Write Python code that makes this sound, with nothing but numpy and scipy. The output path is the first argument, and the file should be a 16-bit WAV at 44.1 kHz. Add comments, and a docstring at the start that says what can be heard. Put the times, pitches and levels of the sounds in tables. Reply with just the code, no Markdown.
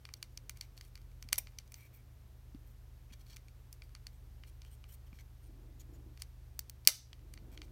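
"""Twisting the joints of a plastic toy

Hands twist and plug the joints of a hard plastic toy figure close to the microphone in a carpeted room.
Joints slip and snap in tiny volleys and fingers rub the hollow shell: both set its modes ringing, and the
room answers. Rubs also squeak, and padded contacts thump in one low mode. A motor hums in multiples of
its turning rate beside a mains buzz and a rising tone; noise makes the hiss and a low rush that swells twice."""
import sys
import numpy as np
from scipy import signal
from scipy.fft import rfft, irfft, next_fast_len
from scipy.io import wavfile
from scipy.ndimage import map_coordinates

SR = 44100
rng = np.random.default_rng(int(sys.argv[2]) if len(sys.argv) > 2 else 0)


def put_to_file(sound):
    """Save the sound as 16-bit audio at rate SR, in the file named by the first command-line argument."""
    columns = np.atleast_2d(sound).T  # one column per channel
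    safe = np.clip(columns, -1, 1)
    whole_steps = np.round(safe * 32767)
    wavfile.write(sys.argv[1], SR, whole_steps.astype(np.int16))


N = 340011   # length of the sound in samples


def from_db(db):
    """Turn decibels into a plain factor."""
    return 10 ** (np.asarray(db) / 20)


def rms_one(x):
    """Scale a sound so that its average strength (rms) is 1."""
    return x / np.sqrt(np.mean(x ** 2) + 1e-20)


def in_time(rows):
    """Columns of a curve table, joined by straight lines, at every sample."""
    s, *columns = np.transpose(rows)
    return [np.interp(np.arange(N) / SR, s, c) for c in columns]


def at_hz(hz, table_hz, values):
    """Read a curve at a pitch; pitch is spaced by ratio, as the ear hears it."""
    return np.interp(np.log(hz), np.log(table_hz), values)


def drift(rate):
    """Slow random wandering of spread about 1, with about rate changes a second."""
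    knots = rng.standard_normal(int(N / SR * rate) + 2)
    return map_coordinates(knots, [np.arange(N) / SR * rate], order=3)


def ring(x, hz, t60):
    """A resonance: a unit click starts a sine of height 1 that falls 60 dB in t60 seconds."""
    r = from_db(-60 / (t60 * SR))
    w = 2 * np.pi * hz / SR
    return signal.lfilter([0, np.sin(w)], [1, -2 * r * np.cos(w), r * r], x + 1e-18)


def shaped(spectrum):
    """Noise of rms 1 that follows a (Hz, dB) curve and fades steeply below its first pitch."""
    size = next_fast_len(N)
    hz = np.maximum(np.arange(size // 2 + 1) * SR / size, 1)
    low_fade = np.minimum(hz / spectrum[0][0], 1) ** 4
    gain = from_db(at_hz(hz, *np.transpose(spectrum))) * low_fade
    return rms_one(irfft(rfft(rng.standard_normal(size)) * gain, size)[:N])


# Motor hum. Each row: time in seconds, level in dB of the 2nd and of the 3rd multiple of the turning rate.
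MOTOR = [(0, -73, -62), (.3, -57.5, -64.5), (1.5, -55.5, -61.5), (1.85, -68, -62.5), (2.5, -56.5, -58),
         (3.7, -59, -60.5), (4.2, -55.5, -58), (5, -59, -56), (5.6, -56, -60), (6.2, -57, -55.5),
         (7.05, -64, -59), (7.3, -53.5, -58), (7.71, -56, -59)]
# A faint tone that rises and fades. Each row: time in seconds, pitch in Hz, level in dB.
RISING_TONE = [(0, 69.45, -68), (.7, 74.5, -68), (1.3, 78.4, -59), (1.8, 80.5, -83)]
TURNS_HZ, FOURTH_DB, FIFTH_DB = 22.35, -67.5, -70.5   # mean turning rate; level of its 4th and 5th multiple
MAINS_HZ, MAINS_DB = 120.5, -62


def hum(waver_db):
    """A motor sounds at multiples of its turning rate; mains buzz and rising tone join, all wavering a little."""
    turns = TURNS_HZ * (1 + .006 * drift(2.2))
    multiples_db = [*in_time(MOTOR), FOURTH_DB, FIFTH_DB]
    tones = [(k * turns, db + waver_db * drift(3.9)) for k, db in enumerate(multiples_db, start=2)]
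    for hz, db in ((np.full(N, MAINS_HZ), MAINS_DB), in_time(RISING_TONE)):
        tones.append((hz, db + 0.71 * drift(4.3)))
    out = np.zeros(N)
    for hz, db in tones:
        phase = 2 * np.pi * np.cumsum(hz) / SR + rng.uniform(0, 6.8)
        out += from_db(db) * np.sin(phase)
    return np.sqrt(2) * out   # makes each level an rms level


# Colour of room air and microphone hiss. Each row: pitch in Hz, relative level in dB per Hz.
AIR = [(25, -13), (45, -2.5), (75, -1.5), (130, -11.5), (300, -15.5), (500, -20.5), (1000, -25),
       (2500, -30), (6000, -33.5), (8000, -36.5), (9200, -34.5), (10500, -38.5), (12000, -31),
       (15500, -38.5)]
AIR_DB = -65   # rms level of the whole hiss


def air():
    """Room air and microphone hiss: steady noise, strongest in the bass."""
    return from_db(AIR_DB) * shaped(AIR)


KNEE_HZ = 4200   # a contact's push changes slope at this pitch
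BEND_DB = -1.0   # the push droops far from the knee, in dB per octave squared


def colour_db(rows, hz):
    """How hard each contact drives a mode at hz: two slopes that meet at the knee."""
    level_db, below, above = np.transpose(rows)[-4:-1]
    octaves = np.log2(hz / KNEE_HZ)
    slope = np.where(octaves < 0, below, above)
    return level_db + octaves * (slope + BEND_DB * octaves)


# Joint clicks. Each row: start in seconds, favoured pitch in Hz, its lift in dB, relative level in dB at the knee,
# slope below and slope above the knee in dB per octave, relative dB sent past the hands into the room.
CLICKS = [(0.0523, 2350, 3.7, -50, 4, -13, -5), (0.0893, 2300, 3.9, -65, -8, -7, 1),
          (0.138, 4600, 5.7, -48.5, 8, -4.5, -11), (0.2271, 4400, 3.7, -44.5, 7, -4, -7),
          (0.3739, 6050, 10, -50, 7, -5, -10), (0.4948, 4690, 6, -47, 2, 0, -6),
          (0.5715, 4360, 5, -61, 5, -1.5, 0), (0.6103, 4570, 4.3, -44.5, 8.5, -6, -3.5),
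          (0.7765, 4130, 5, -57, 10, -7, -6), (0.8105, 2100, 5.5, -54.5, 4, -5, -3),
          (0.8494, 8270, 5, -79, 0, 6, -4), (0.9542, 4520, 5.8, -57.5, 3, -5, -1),
          (0.9758, 4650, 5, -68, -3, -7, -2), (1.0158, 4260, 5, -76, 2, 0, -4),
          (1.115, 2410, 4.6, -77, -4, -2, -1), (1.2252, 5600, 5, -54.5, 1.5, -1.5, -7),
          (1.2877, 4570, 5, -54.5, 4, -5.5, -4), (1.3287, 9600, 5.7, -32.5, 0, 1, -6),
          (1.357, 5940, 5, -52, 10, -3, -9), (1.4703, 2520, 5, -58, -1, -10.5, 1),
          (1.5206, 2890, 5, -81, -5, -1, -4), (1.586, 6100, 5, -46.5, 9.5, -6.5, -5),
          (1.6767, 5640, 8, -75, 4, 0, -4), (1.7201, 2400, 8, -64.5, 1, 5, -3),
          (1.7417, 6200, 7.1, -56, 5.5, -1.5, 1), (1.9477, 14530, 5, -91, -3, 15, -4),
          (2.5467, 2420, 11, -71, -7, -14, -2), (3.2659, 4400, 5, -69.5, 6, -5, -4),
          (3.3622, 5170, 5, -62.5, 2, 1.5, 1), (3.367, 2460, 5.6, -55, 4, -4.5, -4),
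          (3.483, 2330, 5.7, -64.5, 6, -7, -2), (3.7274, 5750, 6.7, -61.5, 8, 4.5, -1),
          (3.82, 2330, 5.9, -58.5, 1, -13, -8), (3.8925, 4690, 6, -76.5, -6, -3, -4),
          (3.9499, 4530, 6, -55.5, -0.5, -8.5, -1), (4.0678, 4420, 9, -52.5, 5.5, -4, -5),
          (4.4357, 3050, 6.7, -61.5, -3.5, -12, 0), (4.618, 6190, 5, -58, 8, -11, 0),
          (4.6484, 2950, 7.4, -70, -3, -2, -2), (4.84, 2970, 7.5, -64.5, -4.5, -11, -1),
          (5.129, 2400, 11, -74, -6, -14, 0), (5.1878, 1970, 14, -67, 2, -10, -7),
          (6.1742, 1980, 5, -63, 1.5, -5, -4), (6.22, 8900, 8, -46, 6, -4, -8),
          (6.5918, 14300, 6, -42, 22, 0, -9), (6.6963, 14800, 6.1, -54, 9, 1, -12),
          (6.8503, 5210, 4.4, -61.5, 8, -2, 7.5), (6.8734, 2480, 6, -18, 11, 1, 1),
          (7.13, 3230, 8, -53.5, 5, -14, -5), (7.192, 3120, 5, -74, -1, -8, -4),
          (7.3379, 8820, 6.1, -60, -0.5, -1, -4), (7.375, 1970, 4.7, -57, 3, -20, -3),
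          (7.575, 3280, 7.5, -53.5, 3, -14, -3), (7.6171, 3410, 5, -52.5, 1.5, -14, 0),
          (7.6795, 2230, 5, -85, -10, 0, -4)]
SLIP_MS = 0.27   # a volley is strongest this long after its start
VOLLEY = 700     # samples kept for one volley


def slips(uneven_db):
    """Each click is a short volley of tiny uneven slips that swells and dies."""
    chance = rng.standard_normal((len(CLICKS), 2, VOLLEY))
    age = 1000 * np.arange(VOLLEY) / SR / SLIP_MS
    uneven = from_db(uneven_db * chance[:, 1])
    return chance[:, 0] * uneven * age * np.exp(-age)


# Fingers and parts sliding on the shell; the very short row at 1.325 is a tick just before a snap.
# Each row: start in seconds, length in 900ths of a second, squeak in Hz, relative level in dB at the knee,
# slope below and slope above the knee in dB per octave, squeak level in dB.
RUBS = [(0.162, 17, 5680, -79, 3, 1, -75), (0.553, 22, 2270, -82, 4, -2, -71),
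        (0.618, 35, 2280, -79, 9, -2, -72), (0.764, 24, 4500, -75, 11, -1, -78),
        (0.78, 75, 4500, -98, 0, 0, -81), (0.82, 68, 9950, -86, 2, 2, -82),
        (1.235, 12, 2280, -80, -2, -4, -77), (1.325, 1.54, 4700, -44, 3, -5, -49),
        (1.38, 6.6, 11260, -46, 5, 7, -30), (1.745, 43, 13740, -97, 2, 3, -68),
        (1.752, 124, 2320, -85, 7, 4.5, -70), (1.915, 92, 2300, -92, 4, 4, -73.5),
        (1.93, 45, 14500, -98, 0, 12, -68), (2.655, 65, 13310, -93.5, 0, 7.5, -86),
        (3.095, 19.5, 2420, -86, -3, -4, -70.5), (3.12, 20.6, 3250, -65.5, 3, -7.5, -70),
        (3.19, 33, 4280, -79, 4, -2, -79), (3.255, 41, 4440, -80.5, 6, -2, -82),
        (3.289, 59, 4350, -69.5, 7, -6, -69.5), (3.825, 32, 4720, -89, 0, 4, -77),
        (4.12, 48, 8010, -93, -1, 3, -83), (4.46, 40, 9500, -80.5, 3, 1.5, -77),
        (4.649, 36, 3080, -80, 4, -1, -72), (4.7, 44, 3000, -95, 0, 3, -79),
        (4.705, 50, 8700, -86, 5, 4.5, -72), (4.879, 41, 3000, -85, 2, 8, -73),
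        (4.917, 37, 9000, -81, 6, 7.5, -69), (5.06, 26, 3080, -85.5, -1, 2, -77),
        (5.134, 48, 5470, -82.5, 2, 0, -84), (5.182, 36, 2110, -77, 5, -2, -67),
        (5.42, 63, 9070, -88.5, -2, 2, -78), (5.793, 25.5, 6780, -72, 17, 0, -62),
        (5.929, 35, 6940, -88, -1, 3, -76), (6.188, 49, 5000, -71, 11, -3, -78),
        (7.509, 48, 2471, -80.5, -7.5, 1, -78), (7.625, 30, 8400, -82, 1, 0, -79)]


def stroke(length):
    """Pressure through one rub or tick: soft at both ends."""
    return signal.windows.tukey(int(length * SR / 900), .4)


def rubbing(levels_db):
    """Pressure of all the rubs and the tick over time, each at its level."""
    out = np.zeros(N)
    for (s, length, *_), level_db in zip(RUBS, levels_db):
        start, shape = int(s * SR), stroke(length)
        out[start:start + len(shape)] += from_db(level_db) * shape
    return out


# Modes of the hollow shell. 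Each row: pitch in Hz, relative dB when struck, relative dB when rubbed,
# time in seconds to fall 60 dB when struck.
SHELL = [(624, -9.5, -26, 0.0055), (970, -2.5, -6.5, 0.0045), (1257, -3, -19, 0.011),
         (1510, -6.5, -12, 0.014), (2012, 0.5, -12, 0.0091), (2362, -1.5, -1.5, 0.015),
         (2967, -2.5, -18, 0.0079), (3265, -2.5, 0.5, 0.01), (3770, 1, -1, 0.0031), (4234, -1, 0.5, 0.007),
         (4585, -0.5, -5, 0.012), (5440, 0, -1, 0.0087), (5890, -2, -3, 0.0083), (6060, 1.5, -1.5, 0.01),
         (6980, 2.5, 4, 0.0034), (7980, -4, -3, 0.012), (8720, 3, 2, 0.0039), (9660, -2.5, -3, 0.0099),
         (10380, 0, -3, 0.0056), (11624, -1, 3, 0.0056), (12140, -0.5, 2.5, 0.01), (13620, -2.5, 6, .004),
         (14300, 3.5, -7, 0.0051), (15400, -2.5, -9, 0.016)]
PLACE_DB = 1.5       # random spread in how each click meets each mode
RADIATES_HZ = 600    # the small shell sends out little below this


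def shell(click_db, rub_db):
    """Slips and rubbing drive the modes of the shell; returns the near sound and what spreads into the room."""
    rows, volleys = np.array(CLICKS), slips(uneven_db=5.5)
    near, around = np.zeros(N), np.zeros(N)
    at = (rows[:, :1] * SR).astype(int) + np.arange(VOLLEY)
    # the surfaces catch unevenly; neighbouring modes take turns between two grains
    grain = rms_one(rng.standard_normal((2, N)) * from_db(3.4 * drift(400)))
    place = rng.standard_normal((len(rows), len(SHELL)))
    energy = np.sqrt(np.sum(volleys ** 2, axis=1))
    for k, (hz, struck_db, rubbed_db, t60) in enumerate(SHELL):
        # divide out a volley's own push at this pitch, within limits, so the table sets the level
        felt = np.abs(volleys @ np.exp(-2j * np.pi * hz * np.arange(VOLLEY) / SR))
        favour = np.exp(-(np.log(hz / rows[:, 1]) / 0.13) ** 2)
        lift_db = PLACE_DB * place[:, k] + rows[:, 2] * favour
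        blow_db = colour_db(rows, hz) + click_db + struck_db
        strength = from_db(blow_db + lift_db) / np.maximum(felt, 0.51 * energy)

        pushes = np.zeros((2, N + VOLLEY))
        np.add.at(pushes[0], at, volleys * strength[:, None])
        pushes[1, at[:, 0]] = from_db(blow_db + rows[:, -1])   # afar, a volley is one blow
        direct, spread = (-1) ** k * pushes[:, :N]
        rub = rubbing(colour_db(RUBS, hz) + rub_db + rubbed_db) * grain[k % 2]
        # a light sliding touch damps less than a grip
        near += ring(direct, hz, t60) + ring(rub, hz, 1.74 * t60)
        # each mode beams its own way and meets the walls at its own time
        spread = np.roll(spread, rng.integers(0, 450))
        # heard from all sides at once, the peaks run together
        around += np.sqrt(3) * ring(spread + rub, hz, t60 / 3)
    low_cut = signal.butter(2, RADIATES_HZ, "high", fs=SR, output="sos")
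    return signal.sosfilt(low_cut, [near, around])


# Floor and nearest walls. Each row: delay in ms, smear in ms, level in dB.
ECHOES = [(3.5, 1.9, -14.5), (8.5, 4.1, -20.5), (15.5, 8.1, -24.5)]
# How long the room rings. Each row: pitch in Hz, time in seconds to fall 60 dB.
ROOM = [(300, 0.14), (1600, 0.25), (4200, 0.35), (8000, 0.25), (16000, 0.21)]
ROOM_DB, ROOM_START_MS = -21, 1.4   # level of the tail; time it takes to fade in


def room(x):
    """A few early echoes, and a noise tail that dies at its own pace in each band."""
    t = np.arange(SR // 2) / SR
    edges = 200 * 2 ** np.arange(0, 6.6, .5)   # half-octave bands, in Hz
    tail = np.zeros(len(t))
    for low, high in zip(edges, edges[1:]):
        band_pass = signal.butter(2, [low, high], "band", fs=SR, output="sos")
        band = signal.sosfilt(band_pass, rng.standard_normal(len(t)))
        tail += band * from_db(-60 * t / at_hz(low, *np.transpose(ROOM)))
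    tail *= np.clip(1000 * t / ROOM_START_MS, 0, 1) ** 2
    answer = from_db(ROOM_DB) * tail / np.sqrt(np.sum(tail ** 2))
    for delay_ms, smear_ms, echo_db in ECHOES:   # uneven surfaces smear each echo
        late = 1000 * t - delay_ms
        echo = rng.standard_normal(len(t)) * (late > 0) * (late < smear_ms)
        answer += from_db(echo_db) * echo / np.sqrt(np.sum(echo ** 2))
    return signal.fftconvolve(x, answer)[:N]


def squeaks(t60):
    """Each rub or tick also keeps one narrow resonance of the gripped part singing roughly."""
    out, noise, rows = np.zeros(N), rng.standard_normal(N), np.array(RUBS)
    for (s, length, hz), squeak_db in zip(rows[:, :3], rows[:, -1]):
        i = int(s * SR)
        shape = np.pad(stroke(length), (0, 900))   # time to ring on after the stroke
        out[i:i + len(shape)] += from_db(squeak_db) * ring(shape * noise[i:i + len(shape)], hz, t60)
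    return out / np.sqrt(t60 * SR / (4 * np.log(1000)))   # evens out the build-up of a long ring


# Soft thumps. Each row: start in seconds, relative level in dB, pitch in Hz, time in seconds to fall 60 dB.
THUMPS = [(1.248, -58, 240, 0.053), (1.325, -54.5, 258, 0.036), (2.546, -41, 282, 0.034),
          (3.111, -57, 245.7, 0.043), (5.127, -48.5, 252, 0.022), (6.871, -45.5, 218, 0.04),
          (7.419, -56.5, 173, 0.037)]


def thumps(soft_ms):
    """A padded contact: a rounded push of soft_ms into one low mode."""
    out, push = np.zeros(N), np.hanning(int(soft_ms * SR / 1000))
    for s, level_db, hz, t60 in THUMPS:
        i = int(s * SR)
        span = min(SR // 4, N - i)
        padded = np.pad(push / push.sum(), (0, span))[:span]
        out[i:i + span] += from_db(level_db + 9.5) * ring(padded, hz, t60)
    return out


# A low rush that swells twice. Each row: start of the rise in seconds, start of the fall in seconds, level in dB.
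RUSH = [(5.42, 6.116, -67), (7.187, 7.8, -65)]
# Its two resonances. Each row: pitch in Hz, approximate width in Hz, relative level in dB.
RUSH_PEAKS = [(316, 70, 1), (490, 360, -9.5)]
RUSH_RISE_S, RUSH_FALL_S = 0.069, 0.047


def rush():
    """Fluttering noise through two low resonances; each swell rises, holds and falls."""
    white, t = rng.standard_normal(N), np.arange(N) / SR
    body, swells = np.zeros(N), np.zeros(N)
    for hz, width, db in RUSH_PEAKS:
        body += from_db(db) * rms_one(ring(white, hz, 2.34 / width))   # a narrow peak rings longer
    for s, end, db in RUSH:
        corners = [s, s + RUSH_RISE_S, end, end + RUSH_FALL_S]
        swells += from_db(db) * np.interp(t, corners, [0, 1, 1, 0])
    return swells * from_db(2.0 * drift(12)) * rms_one(body)


def scene():
    """Add up the toy, the room's answer, the hum, the rush and the hiss, as one channel."""
    near, around = shell(click_db=8.5, rub_db=-14.5)
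    near += thumps(soft_ms=3.82) + squeaks(t60=0.017)
    background = hum(waver_db=1.0) + rush() + air()
    return (near + room(around) + background)[None]


LIMIT_DB, RELEASE_DB_S = -3.5, 11.5   # peaks above the limit turn the level down; it recovers at this rate
CUTOFF_HZ = 16900   # from here up, the treble is at least 60 dB down


def record(dry):
    """Gain control ducks after the loudest peaks and climbs back; the top of the treble is cut."""
    climb = RELEASE_DB_S * np.arange(N) / SR
    over_db = np.maximum(20 * np.log10(np.abs(dry[0]) + 1e-9) - LIMIT_DB, 0)
    held_db = np.maximum.accumulate(over_db + climb) - climb
    duck_db = signal.lfilter([.01], [1, -.99], held_db)   # the ducking sets in smoothly
    low_pass = signal.cheby2(14, 60, CUTOFF_HZ, fs=SR, output="sos")
    cut = signal.sosfilt(low_pass, dry * from_db(-duck_db))
    return np.clip(cut, -1, 1)


dry = scene()
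out = record(dry)
put_to_file(out)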